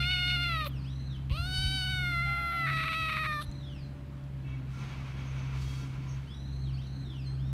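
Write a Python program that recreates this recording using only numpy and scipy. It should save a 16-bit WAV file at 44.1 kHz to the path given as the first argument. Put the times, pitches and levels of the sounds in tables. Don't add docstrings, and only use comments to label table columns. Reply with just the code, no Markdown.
import sys
import numpy as np
from scipy import signal
from scipy.fft import rfft, irfft
from scipy.io import wavfile
from scipy.ndimage import uniform_filter1d

SR = 44100
rng = np.random.default_rng(int(sys.argv[2]) if len(sys.argv) > 2 else 0)


def generate_wav(sig):
    pcm = np.round(np.clip(np.atleast_2d(sig).T, -1, 1) * 32767).astype(np.int16)
    wavfile.write(sys.argv[1], SR, pcm)


N = 332068


def gain(db):
    return 10 ** (np.asarray(db) / 20)


def unit(x):
    return x / np.sqrt(np.mean(x ** 2) + 1e-20)


def steady(x):
    return x / np.sqrt(abs(uniform_filter1d(x ** 2, size=1500)) + 1e-12)


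def level_at(curve, hz):
    curve_hz, db = np.transpose(curve)
    return np.interp(np.log(hz + 1), np.log(curve_hz + 1), db)


def unroll(rows):
    times, *columns = np.transpose(rows)
    t = np.arange(max(times[0], 0), times[-1], 1 / SR)
    return t, [np.interp(t, times, column) for column in columns]


def add(mix, start_s, sound):
    part = mix[round(start_s * SR):][:len(sound)]
    part += sound[:len(part)]


def bump(t, middle_s, length_s):
    return np.exp(-(2 * (t - middle_s) / length_s) ** 4)


def noise(t):
    return rng.standard_normal(len(t))


def wander(t, hz):
    return unit(signal.sosfilt(signal.butter(2, hz, fs=SR, output="sos"), noise(t)))


def resonate(x, hz, width_hz, order=2):
    spin = np.exp(2j * np.pi * np.cumsum(hz * np.ones(len(x))) / SR)
    pole = np.exp(-np.pi * width_hz / SR)
    return 2 * (spin * signal.sosfilt([[1 - pole, 0, 0, 1, -pole, 0]] * order, x / spin + 1e-18)).real


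# middle_s, length_s, scatter_cycles
RASPS = [(.05, .015, .012), (.112, .008, .022), (.282, .01, .02), (.305, .014, .017), (.668, .024, .08),
         (1.31, .035, .08), (1.365, .02, .015), (1.67, .025, .005), (.35, .05, .005), (2.53, .03, .022),
         (2.685, .05, .06), (2.73, .02, .03), (2.79, .05, .022), (2.845, .035, .075), (2.882, .016, .06),
         (2.935, .03, .055), (3.062, .012, .035), (3.095, .022, .065), (3.135, .022, .06),
         (3.175, .035, .06), (3.25, .032, .065), (3.33, .03, .015), (2.96, .62, .011), (3.42, .02, .07)]

def vocal_folds(t, hz):
    scatter = .00125 + sum(depth * bump(t, s, length) for s, length, depth in RASPS)
    even_cycles = np.cumsum(hz * (1 - .3 * scatter + .00643 * wander(t, 35.3))) / SR
    cycles = even_cycles + scatter * wander(t, 170)
    pulses = unit(sum(np.cos(2 * np.pi * (k * cycles + .045 * k * k)) for k in range(2, 23)))
    buzz = pulses * (1 + 4 * scatter * wander(t, 200)) + .035 * noise(t)
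    return buzz, scatter, even_cycles, cycles


# pitch_hz, width_hz, level_db
TEETH_BANDS = [(5690, 1570, 5.5), (7500, 640, -4), (8630, 1500, 5.5)]
LIP_BANDS = [(11130, 1100, 3.5), (14100, 2900, -7)]
# time_s, pitch_hz, throat_db, mouth_hz, mouth_db, front_db
MEW_SHAPES = [
    [(0.0, 703, -37, 2480, -38, -37), (.04, 701, -40.5, 2470, -37.5, -39),
     (.11, 735, -41.5, 2630, -30.5, -35.5), (.21, 719, -41.5, 2570, -34.5, -38),
     (.34, 722, -40, 2570, -32, -37.5), (.384, 696, -38, 2514, -36.5, -40.5),
     (.44, 710, -39, 2510, -35, -38), (.615, 621.5, -37, 2020, -41, -44.5),
     (.68, 575, -45.5, 2366, -54, -46.5)],
    [(1.3, 491, -54, 2660, -50, -61), (1.33, 566, -52, 2760, -48, -50.5),
     (1.38, 674, -43, 2840, -43.5, -48), (1.48, 745, -44.5, 2660, -52, -42.5),
     (1.56, 751, -43, 2930, -39, -38.5), (1.72, 764.4, -44, 2850, -39, -39.5),
     (1.84, 744, -41.5, 2880, -38, -40.5), (1.96, 745, -39, 2490, -41, -42),
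     (2.17, 681, -40, 1905, -34.5, -46.5), (2.23, 695, -45.5, 1860, -33, -48.5),
     (2.36, 685, -40, 1890, -36, -51.5), (2.55, 685, -36, 1910, -39, -50.5),
     (2.64, 664, -41.5, 1876, -32.5, -49), (2.73, 653, -39.5, 2120, -35, -45.5),
     (2.99, 650, -38, 2425, -36, -44), (3.24, 628, -39, 2150, -35.5, -46.5),
     (3.4, 592.4, -39.5, 1730, -41.5, -51.5), (3.43, 649, -48, 1867, -73, -42)],
]
# teeth_db, lips_db, eddy_db, closing_hum_db
MEW_TONES = [(-22.5, -62.5, -50.5, 13), (-16, -61.5, -65, -1)]

def mew(shape, teeth_db, lips_db, eddy_db, closing_hum_db):
    t, (hz, throat_db, mouth_hz, mouth_db, front_db) = unroll(shape)
    rise_hz = .96 * np.maximum(mouth_hz - 2436, 0)
    bright_db = 6 * rise_hz / 1000
    mouth_db, front_db = (db + .92 * wander(t, 13.3) for db in (mouth_db, front_db))
    buzz, scatter, even_cycles, cycles = vocal_folds(t, hz)
    breathy = buzz + (.5 + 9 * scatter) * noise(t)
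    teeth, lips = (sum((-1) ** k * gain(db + k * bright_db) * resonate(breathy, band_hz + rise_hz, width)
                       for k, (band_hz, width, db) in enumerate(bands))
                   for bands in (TEETH_BANDS, LIP_BANDS))
    gusts = (1 + np.cos(2 * np.pi * cycles)) * noise(t)
    eddies = unit(resonate(gusts, 2590, width_hz=930, order=3))
    voice = gain(throat_db) * steady(resonate(buzz, 2 * hz, width_hz=860, order=4))
    voice -= gain(mouth_db) * steady(resonate(buzz, mouth_hz, width_hz=1530, order=4))
    voice += gain(front_db) * steady(resonate(buzz, 3740 + rise_hz, width_hz=1810, order=4))
    voice -= gain(front_db + teeth_db + bright_db) * steady(teeth)
    voice -= gain(lips_db + .55 * (throat_db + 37)) * steady(lips)
    voice += gain(eddy_db + 84 * scatter + 4 * wander(t, 30)) * eddies
    hum_db = -54.5 + closing_hum_db * bump(t, t[-1], .046)
    voice += gain(hum_db) * np.sqrt(2) * np.cos(2 * np.pi * even_cycles)
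    return t[0], -voice * signal.windows.tukey(len(t), 400 / len(t))


# time_s, firing_hz, firing_db, octave_below_db
ENGINE_IDLE = [(0.0, 132, -31, -36), (.08, 132.6, -38, -38), (1.45, 133.5, -38.5, -42.5),
               (1.68, 133.5, -38, -38.5), (2.3, 133, -36.5, -41.5), (2.53, 137, -51.5, -42.5),
               (2.68, 138, -33, -50), (2.9, 136.5, -44, -47), (3.4, 137, -43.5, -47),
               (4.28, 136.7, -43, -47.5), (4.57, 130, -37, -44), (4.85, 132.7, -41, -46),
               (5.68, 132.5, -34.5, -38.5), (5.9, 132, -39.5, -50), (6.17, 133.5, -35.5, -42),
               (6.33, 136, -47.5, -44.5), (6.64, 132.3, -35, -37), (6.98, 132.5, -40.5, -46.5),
               (7.53, 132.5, -33, -37.5)]
# (played 40 dB lower, whatever the firing level)
ENGINE_OVERTONES = [(1.499, -20), (2.048, -18), (2.498, -31.5)]

def engine():
    t, (hz, firing_db, half_db) = unroll(ENGINE_IDLE)
    cycles = np.cumsum(hz) / SR
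    firing = gain(firing_db + wander(t, 5.6)) * np.sin(2 * np.pi * cycles)
    half = gain(half_db + 1.14 * wander(t, 3.5)) * np.sin(np.pi * cycles + .32 * wander(t, 11))
    upper = sum(gain(db - 40) * unit(resonate(noise(t), k * hz, 18.2)) for k, db in ENGINE_OVERTONES)
    return t[0], np.sqrt(2) * (firing + half) + upper


# pitch_hz, relative_db
BACKGROUND_TONE = [(15, -34), (25, -13), (53, -0.5), (91, -5.5), (140, 2), (160, -4.5), (183, -6),
                   (274, -9.5), (445, -23), (1240, -26), (1380, -26.5), (3170, -34), (4380, -39.5),
                   (5010, -44.5), (15500, -54.5)]

def traffic_and_leaves(level_db=-46):
    frames, hz = N // 512 + 5, np.fft.rfftfreq(2048, 1 / SR)
    real, imaginary, patches = rng.standard_normal((frames, 1025, 3)).T
    patches = unit(uniform_filter1d(uniform_filter1d(patches, size=20, axis=0), size=6, axis=1))
    spectra = (real + 1j * imaginary) * gain(level_at(BACKGROUND_TONE, hz)[:, None] + 1.27 * patches)
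    wash = signal.istft(spectra, nperseg=2048, noverlap=1536)[1]
    return gain(level_db) * unit(wash[:N])


# start_s, level_db, pitch_hz
LIP_SMACKS = [(.646, -27, 3600), (.667, -28, 2600), (1.298, -33, 3000), (3.40, -42, 4000),
              (3.515, -42, 7000), (3.5152, -47, 2500), (4.24, -52, 5000)]
# middle_s, length_s, level_db, pitch_hz
TEETH_HISSES = [(.672, .036, -50, 13300), (.669, .024, -47.5, 3200), (.69, .04, -60, 3400),
                (1.312, .03, -57, 3200), (3.43, .04, -55.5, 10500), (3.435, .03, -55, 3800)]

def mouth_noises():
    out, t = np.zeros(N), np.arange(N) / SR
    for middle_s, length_s, db, hz in TEETH_HISSES:
        out += gain(db) * bump(t, middle_s, length_s) * unit(resonate(noise(t), hz, .26 * hz))
    click_t = t[:300]
    for start_s, db, hz in LIP_SMACKS:
        add(out, start_s, gain(db) * np.exp(-click_t / .0005) * np.sin(2 * np.pi * hz * click_t))
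    return out


def bird_melody(notes, bottom_hz=1040, creep_hz_per_s=400):
    t = np.arange(notes[0][0], notes[-1][5], 1 / SR)
    hz, effort_db = np.zeros((2, len(t)))
    for start_s, first_hz, top_hz, climb_s, slide_start_s, end_s, bend, db in notes:
        age = np.maximum(t - start_s, 0)
        climb = first_hz + (top_hz - first_hz) * np.tanh((age / climb_s) ** 1.4) + creep_hz_per_s * age
        slide = np.clip((t - slide_start_s) / (end_s - slide_start_s), 0, 1) ** bend
        begun = t >= start_s
        hz[begun] = (climb + (bottom_hz - climb) * slide)[begun]
        effort_db[begun] = db
    return t, uniform_filter1d(hz, 800, mode="nearest"), uniform_filter1d(effort_db, 2000, mode="nearest")


# start_s, first_hz, top_hz, climb_s, slide_start_s, end_s, slide_bend, effort_db
BIRD_PHRASES = [
    [(.68, 1950, 1950, .07, .68, .82, .8, -63), (.825, 1050, 1960, .065, 1.0, 1.195, 3.2, -62)],
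    [(3.09, 1510, 1510, .07, 3.09, 3.2, 1.1, -61), (3.21, 1070, 1900, .095, 3.585, 3.84, .9, -63),
     (3.84, 1030, 990, .03, 3.89, 3.9, 1, -68)],
    [(6.22, 1200, 1910, .115, 6.65, 6.75, .75, -63), (6.75, 1070, 1960, .068, 7.02, 7.265, .95, -62),
     (7.34, 1040, 1770, .065, 7.54, 7.56, 1, -68)],
]
# pitch_hz, boost_db
BEAK_TONE = [(1000, -12), (2000, -21), (2600, 2), (3500, 6), (4400, 2), (5400, -6.5), (6200, -14),
             (7100, -31), (8300, -16), (10000, -24), (12500, -69)]

def bird(notes):
    t, hz, effort_db = bird_melody(notes)
    height = np.clip((hz - 1300) / 520, 0, 1)
    trill = height * np.sin(2 * np.pi * 33 * t + 1.5 * wander(t, 6))
    cycles = np.cumsum(hz * (1 + .02 * trill + (.0082 + .0163 * height) * wander(t, 84))) / SR
    falling = np.clip(-uniform_filter1d(np.gradient(hz) * SR, size=900) / 3000, 0, 1)
    odd_db = 4 - 18 * (1 - height) - 7.5 * falling
    tone = sum(gain(level_at(BEAK_TONE, k * hz) + odd_db * (k % 2)) * np.sin(2 * np.pi * k * cycles)
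               for k in range(1, 11))
    flutter_db = 2.2 * trill + 2.6 * wander(t, 34)
    low_note_db = 2 * (1 - height)
    return t[0], gain(effort_db + low_note_db + flutter_db) * tone * signal.windows.tukey(len(t), .12)


# start_s, level_db, pitch_hz, half_length_s
WIND_PUFFS = [(1.306, -18.5, 73, 0.02), (1.385, -26, 84.5, 0.032), (1.425, -30, 65.6, 0.03),
              (1.572, -23.5, 70, 0.019), (1.636, -22, 76, 0.038), (1.93, -31, 117, 0.022),
              (2.012, -34, 72.7, 0.021), (2.899, -53, 45.3, 0.026), (2.994, -36, 116.5, 0.031),
              (3.478, -25, 61.6, 0.013)]

def wind_puff(db, hz, half_length_s):
    age = np.linspace(0, 2, round(2 * half_length_s * SR))
    push = (np.e * 2 * age * np.exp(-2 * age)) ** 2
    cycles = hz * half_length_s * (1.28 * age - .32 * age * age)
    return gain(db) * push * np.sin(2 * np.pi * cycles)


def wavering_tone(rows, harmonics, waver):
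    t, (hz, db) = unroll(rows)
    cycles = np.cumsum(hz * (1 + waver * wander(t, 18))) / SR
    tone = sum(gain(relative_db) * np.sin(2 * np.pi * k * cycles) for k, relative_db in harmonics)
    return t[0], gain(db) * np.sqrt(2) * tone * signal.windows.tukey(len(t), .08)


# time_s, pitch_hz, level_db
ANSWER_SHAPE = [(2.25, 750, -50), (2.29, 804, -57), (2.36, 790, -59), (2.39, 848, -57), (2.42, 809, -59),
                (2.5, 787, -60), (2.56, 756, -54), (2.66, 765, -60), (2.74, 737, -56)]
# times_pitch, relative_db
ANSWER_HARMONICS = [(1, 0), (2, -8), (3, -3), (4, -3), (5, -12)]

def answering_cat():
    return wavering_tone(ANSWER_SHAPE, ANSWER_HARMONICS, waver=.0088)


# time_s, pitch_hz, level_db
THIN_TONE = [(3.4, 590, -61), (3.46, 588.4, -64), (4.33, 587, -64), (4.45, 580, -71)]

def thin_tone():
    return wavering_tone(THIN_TONE, [(.99, 0)], waver=.0026)


# time_s, level_db, relative_treble_db
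DRAG_LEVELS = [(4.3, -77, -12), (4.42, -75, -18), (4.49, -58.5, -28), (4.64, -63.5, -29), (4.72, -61, -4),
               (4.83, -49.5, -13.5), (5.0, -53, -15.5), (5.55, -51, -15), (5.62, -56, 0),
               (5.76, -55.5, -1.5), (6.0, -57.5, -12.5), (6.2, -59.5, -11), (6.4, -73, -6)]
# pitch_hz, relative_db
GRIT_TONE = [(210, -22), (350, -4.5), (780, -6.5), (985, -2), (1290, -3.5), (1860, -9), (2270, -2),
             (5000, -24), (6500, -25), (11000, -120)]
# pitch_hz, width_hz, relative_db
METAL_NOTES = [(1010, 70, -2), (1380, 50, 2), (1600, 90, -8), (2250, 90, -1), (2650, 110, -3),
               (3280, 70, -1), (3750, 110, -10), (4510, 60, -4), (5540, 120, -6), (5880, 90, -5),
               (6100, 90, -3), (6450, 100, -6), (8500, 900, -10)]
# middle_s, length_s, level_db, centre_hz
RING_OUTS = [(4.5, .13, -62, 2400), (4.834, .21, -64, 1400), (4.82, .16, -71, 6000), (5.35, .26, -73, 6000),
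             (5.454, .2, -70, 2285), (5.75, .26, -60, 3500), (5.74, .2, -71, 6000), (5.96, .36, -67, 1002),
             (6.115, .09, -65, 6200)]

def dragged_metal():
    t, (db, treble_db) = unroll(DRAG_LEVELS)
    grit = noise(t) * gain(wander(t, 9.4))
    body = irfft(rfft(grit) * gain(level_at(GRIT_TONE, np.fft.rfftfreq(len(t), 1 / SR))), len(t))
    out = gain(db) * (unit(body) + gain(treble_db) * unit(resonate(grit, 4150, width_hz=6200)))
    for hz, width_hz, note_db in METAL_NOTES:
        ringing = sum(gain(ring_db - 40 * np.log2(hz / centre_hz) ** 2) * bump(t, middle_s, length_s)
                      for middle_s, length_s, ring_db, centre_hz in RING_OUTS)
        ringing += gain(db - 20 - 3.7 * np.log2(hz / 2200) ** 2)
        out += gain(note_db + 3 * wander(t, 6)) * ringing * unit(resonate(grit, hz, width_hz))
    return t[0], out * signal.windows.tukey(len(t), .08)


def outdoor_echoes(x, fade_s=.48):
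    echoes = np.zeros(SR // 2)
    slots = np.arange(100, len(echoes) - 20, 20)
    echoes[slots + rng.integers(0, 20, len(slots))] = rng.choice([-1., 1.], len(slots))
    echoes *= gain(-60 * np.arange(len(echoes)) / SR / fade_s)
    return signal.fftconvolve(x, echoes / np.linalg.norm(echoes))[:N]


def scene():
    near, far, background = mouth_noises(), np.zeros(N), traffic_and_leaves()
    for shape, tone in zip(MEW_SHAPES, MEW_TONES):
        add(near, *mew(shape, *tone))
    add(background, *engine())
    for notes in BIRD_PHRASES:
        add(far, *bird(notes))
    for start_s, *shape in WIND_PUFFS:
        add(background, start_s, wind_puff(*shape))
    add(far, *answering_cat())
    add(background, *thin_tone())
    add(background, *dragged_metal())
    return (near + far + background + outdoor_echoes(gain(-22) * near + gain(-3) * far))[None]


def record(dry, lowest_hz=38, highest_hz=15670):
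    thinned = signal.sosfilt(signal.butter(3, lowest_hz, "high", fs=SR, output="sos"), dry)
    treble_cut = signal.firwin(1023, highest_hz, window=("kaiser", 9), fs=SR)
    return signal.oaconvolve(thinned, treble_cut[None], "same")


dry = scene()
out = record(dry)
generate_wav(out)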